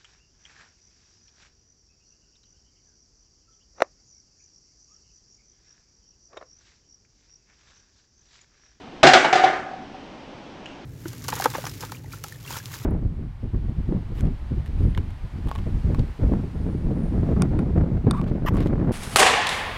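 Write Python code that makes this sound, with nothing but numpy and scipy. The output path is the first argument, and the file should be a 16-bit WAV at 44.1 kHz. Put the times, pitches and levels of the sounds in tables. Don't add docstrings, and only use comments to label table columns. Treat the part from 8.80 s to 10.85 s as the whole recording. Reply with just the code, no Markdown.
import sys
import numpy as np
from scipy import signal
from scipy.fft import rfft, irfft
from scipy.io import wavfile

SR = 44100
rng = np.random.default_rng(int(sys.argv[2]) if len(sys.argv) > 2 else 0)


def store_pcm(level_fs):
    pcm = np.round(np.clip(level_fs, -1, 1) * 32767).astype(np.int16)
    wavfile.write(sys.argv[1], SR, np.atleast_2d(pcm).T)


N = 90404

# frequency_hz, relative_db
HUM_EQ = [(20, -11), (100, -8.5), (170, -6), (280, -1.5), (450, -9), (780, -8.5), (1200, -16.5),
          (1900, -20), (3000, -20.5), (4200, -27.5), (5800, -31), (7500, -43), (9400, -55.5),
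          (12000, -78.5)]
# start_s, clash_db, tilt_db_per_octave, rim_db, face_db, face_pitch_hz, thump_db
BOUNCES = [(0.2303, -11, 2, -20, -7, 643, -13.5), (0.2335, -9, -6, -23, -8.5, 790, -27),
           (.2470, -12, -15, -36, -9, 685, -19.5), (0.264, -22, 6, -45, -37, 770, -33),
           (.2690, -10.5, 2.5, -24.5, -5.5, 768, -19), (.2880, -25, -1.5, -56, -4.5, 750, -46),
           (.3335, -9, 1.5, -21, -9.5, 706, -26), (.3490, -13.5, -9, -29.5, -8, 743, -39.5),
           (.3690, -29, -22, -34, -15.5, 718, -49), (.4440, -16, -4, -31, -14, 850, -33.5),
           (.5270, -17, 1, -25, -10, 756, -50), (.5545, -24, 3, -32.5, -9.5, 736, -52.5),
           (.5730, -19.5, -4, -34.5, -23, 730, -55), (.5960, -24, -3.5, -50.5, -12.5, 737, -50),
           (.6160, -50, -6, -45, -17, 745, -52.5), (.6335, -23, -2.5, -26.5, -35.5, 750, -50),
           (.6380, -19, -2, -30, -6.5, 759, -44), (.6600, -24, -7, -29.5, -20, 739, -44.5),
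           (.6810, -29.5, -3.5, -50, -19.5, 769, -47), (.7000, -38, -1.5, -43.5, -21.5, 748, -60),
           (.7290, -30.5, -3, -41, -17.5, 748, -57), (.7560, -30.5, -6.5, -45.5, -38, 770, -61),
           (.7880, -44, 0.5, -47, -26, 766, -55)]
RIM_PITCHES = [369, 575, 612, 668, 884, 1030, 1227, 1416, 1497, 1652, 1750, 2058, 2240, 3520, 3910]
RIM_LEVELS = [3.5, -3.5, -11.5, -2, -4, -9.5, -1, -6.5, -3.5, -4.5, -5.5, -5, -6, -8.5, -21.5]
RIM_DECAYS = [0.25, .28, 0.32, 0.53, 0.24, .3, 0.31, 0.55, 0.28, 0.29, .42, 0.33, 0.44, 0.16, 0.23]
# pitch_hz, level_db, t60_s
THUMP_MODES = [(151.4, 2.5, 0.17), (252.3, -5.5, 0.46)]
# frequency_hz, relative_db
CLASH_EQ = [(30, -30), (95, -25), (140, -5), (210, -13), (350, 3.5), (480, -0.5), (720, 3.5), (1000, -2.5),
            (1500, 1.5), (2100, -3), (2450, -5), (3000, -5.5), (4600, -9), (5500, -14), (7000, -20),
            (8500, -32), (9600, -46.5), (12000, -66)]
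# frequency_hz, t60_s
CRASH_DECAYS = [(150, 0.22), (800, 0.13), (2000, 0.25), (5000, 0.12), (9000, 0.18)]
# frequency_hz, t60_s
ROOM_DECAYS = [(100, 0.17), (400, 0.71), (1500, 0.73), (4000, 0.31), (9000, 0.62)]
# start_s, level_db
ROCKS = [(.863, -35.5), (.884, -31.5), (.910, -32.5), (.933, -31.5), (.962, -35), (.986, -37),
         (1.017, -38.5), (1.144, -35)]
# start_s, level_db
CLICKS = [(1.858, -29.5), (1.8626, -35)]
# frequency_hz, relative_db
CLICK_EQ = [(200, -23), (1200, -1), (2200, -2), (3000, 8), (3600, -11), (6500, -11), (9500, -33),
            (12000, -60)]

HUM_DB = -41.5
MODE_ATTACK_S = 0.002
FACE_ATTACK_S, FACE_HOLD_S, FACE_T60_S = 0.00067, 0.011, 0.049
SHEET_MODE_COUNT, SHEET_LO_HZ, SHEET_HI_HZ = 260, 1112, 9125
SHEET_DB, SHEET_T60_S = -15, 0.33
CRACK_DB, CRACK_T60_S, CRACK_LO_HZ = 4, 0.056, 2500
CLASH_ATTACK_S = 0.00098
PREDELAY_S, CLASH_WET_DB, RING_WET_DB = 0.008, -4, -12
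ROCK_HZ, ROCK_CLASH_DB, ROCK_TILT_DB_PER_OCTAVE = 762.5, -14, -4.5
CLICK_T60_S, CLICK_WET_DB = 0.0083, -3.5
CLICK_RING_HZ, CLICK_RING_DB, CLICK_RING_T60_S = 2950, -21, 0.1
OVERLOAD_CEILING, OVERLOAD_KNEE, HIGH_CUT_HZ = 1.0, 6, 9600
T = np.arange(SR) / SR


def amp(db):
    return 10 ** (np.asarray(db) / 20)


def along(curve, hz):
    frequencies, values = np.transpose(curve)
    return np.interp(np.log(hz + 1), np.log(frequencies + 1), values)


def add(track, start_s, sound):
    part = track[round(start_s * SR):][:len(sound)]
    part += sound[:len(part)]


def attack(rise_s):
    return 1 - np.exp(-T / rise_s)


def decay(t60_s, t=T):
    return np.exp(-np.log(1000) * t / t60_s)


def sine(hz):
    return np.sin(2 * np.pi * (hz * T + rng.random()))


def fading_noise(decays):
    hz, t, bands = signal.stft(rng.standard_normal(SR), SR, nperseg=256)
    faded = bands * decay(along(decays, hz)[:, None], t)
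    return signal.istft(faded, SR, nperseg=256)[1][:SR]


def equalise(sound, curve_db):
    hz = np.fft.rfftfreq(4096, 1 / SR)
    cepstrum = irfft(np.log(amp(curve_db(hz))))
    half = len(cepstrum) // 2
    cepstrum[1:half] *= 2
    cepstrum[half + 1:] = 0
    kernel = irfft(np.exp(rfft(cepstrum)))
    return signal.fftconvolve(sound, kernel / np.linalg.norm(kernel))[:len(sound)]


def room_hum():
    noise = rng.standard_normal(N + SR)
    return amp(HUM_DB) * equalise(noise, lambda hz: along(HUM_EQ, hz))[SR:]


def rim(scatter_db=2.0):
    modes = sum(amp(db + scatter_db * rng.normal()) * sine(hz) * decay(t60_s)
                for hz, db, t60_s in zip(RIM_PITCHES, RIM_LEVELS, RIM_DECAYS))
    return modes * attack(MODE_ATTACK_S)


def face(pitch_hz):
    release = decay(FACE_T60_S, np.maximum(T - FACE_HOLD_S, 0))
    return sine(pitch_hz) * attack(FACE_ATTACK_S) * release


def thump():
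    modes = sum(amp(db) * np.cos(2 * np.pi * hz * T) * decay(t60_s) for hz, db, t60_s in THUMP_MODES)
    return modes * attack(MODE_ATTACK_S)


def clash(sheet_hz, tilt_db_per_octave):
    spectrum = np.zeros(SR // 2 + 1, complex)
    spectrum[sheet_hz] = np.exp(2j * np.pi * rng.random(len(sheet_hz)))
    modes = irfft(spectrum, SR)
    shimmer = amp(SHEET_DB) * modes / np.std(modes) * decay(SHEET_T60_S)
    burst = amp(CRACK_DB) * rng.standard_normal(SR) * decay(CRACK_T60_S)
    crack = signal.sosfilt(signal.butter(2, CRACK_LO_HZ, "high", fs=SR, output="sos"), burst)
    crash = fading_noise(CRASH_DECAYS)

    def tone_db(hz):
        treble_octaves = np.log2(np.maximum(hz / SHEET_LO_HZ, 1))
        return along(CLASH_EQ, hz) + tilt_db_per_octave * treble_octaves

    return equalise(attack(CLASH_ATTACK_S) * (crash + shimmer + crack), tone_db)


def in_room(sound, wet_db):
    tail = fading_noise(ROOM_DECAYS)
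    reverb = signal.fftconvolve(sound, tail / np.linalg.norm(tail))
    out = sound.copy()
    add(out, PREDELAY_S, amp(wet_db) * reverb)
    return out


def lid():
    out = np.zeros(N)
    spread = (np.arange(SHEET_MODE_COUNT) + rng.random(SHEET_MODE_COUNT)) / SHEET_MODE_COUNT
    sheet_hz = (SHEET_LO_HZ + spread * (SHEET_HI_HZ - SHEET_LO_HZ)).astype(int)
    for start_s, clash_db, tilt, rim_db, face_db, face_hz, thump_db in BOUNCES:
        ring = amp(rim_db) * rim() + amp(face_db) * face(face_hz) + amp(thump_db) * thump()
        impact = amp(clash_db) * clash(sheet_hz, tilt)
        add(out, start_s, in_room(impact, CLASH_WET_DB) + in_room(ring, RING_WET_DB))
    for start_s, level_db in ROCKS:
        tap = face(ROCK_HZ) + amp(ROCK_CLASH_DB) * clash(sheet_hz, ROCK_TILT_DB_PER_OCTAVE)
        add(out, start_s, amp(level_db) * in_room(tap, RING_WET_DB))
    return out


def door_click():
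    out = np.zeros(N)
    for start_s, level_db in CLICKS:
        burst = rng.standard_normal(SR) * decay(CLICK_T60_S)
        tick = equalise(burst, lambda hz: along(CLICK_EQ, hz))
        ring = amp(CLICK_RING_DB) * sine(CLICK_RING_HZ) * decay(CLICK_RING_T60_S)
        add(out, start_s, amp(level_db) * in_room(tick + ring, CLICK_WET_DB))
    return out


def scene():
    return (lid() + door_click() + room_hum())[None]


def record(dry):
    squash = (1 + np.abs(dry / OVERLOAD_CEILING) ** OVERLOAD_KNEE) ** (1 / OVERLOAD_KNEE)
    high_cut = signal.butter(20, HIGH_CUT_HZ, fs=SR, output="sos")
    return signal.sosfilt(high_cut, dry / squash)


dry = scene()
out = record(dry)
store_pcm(out)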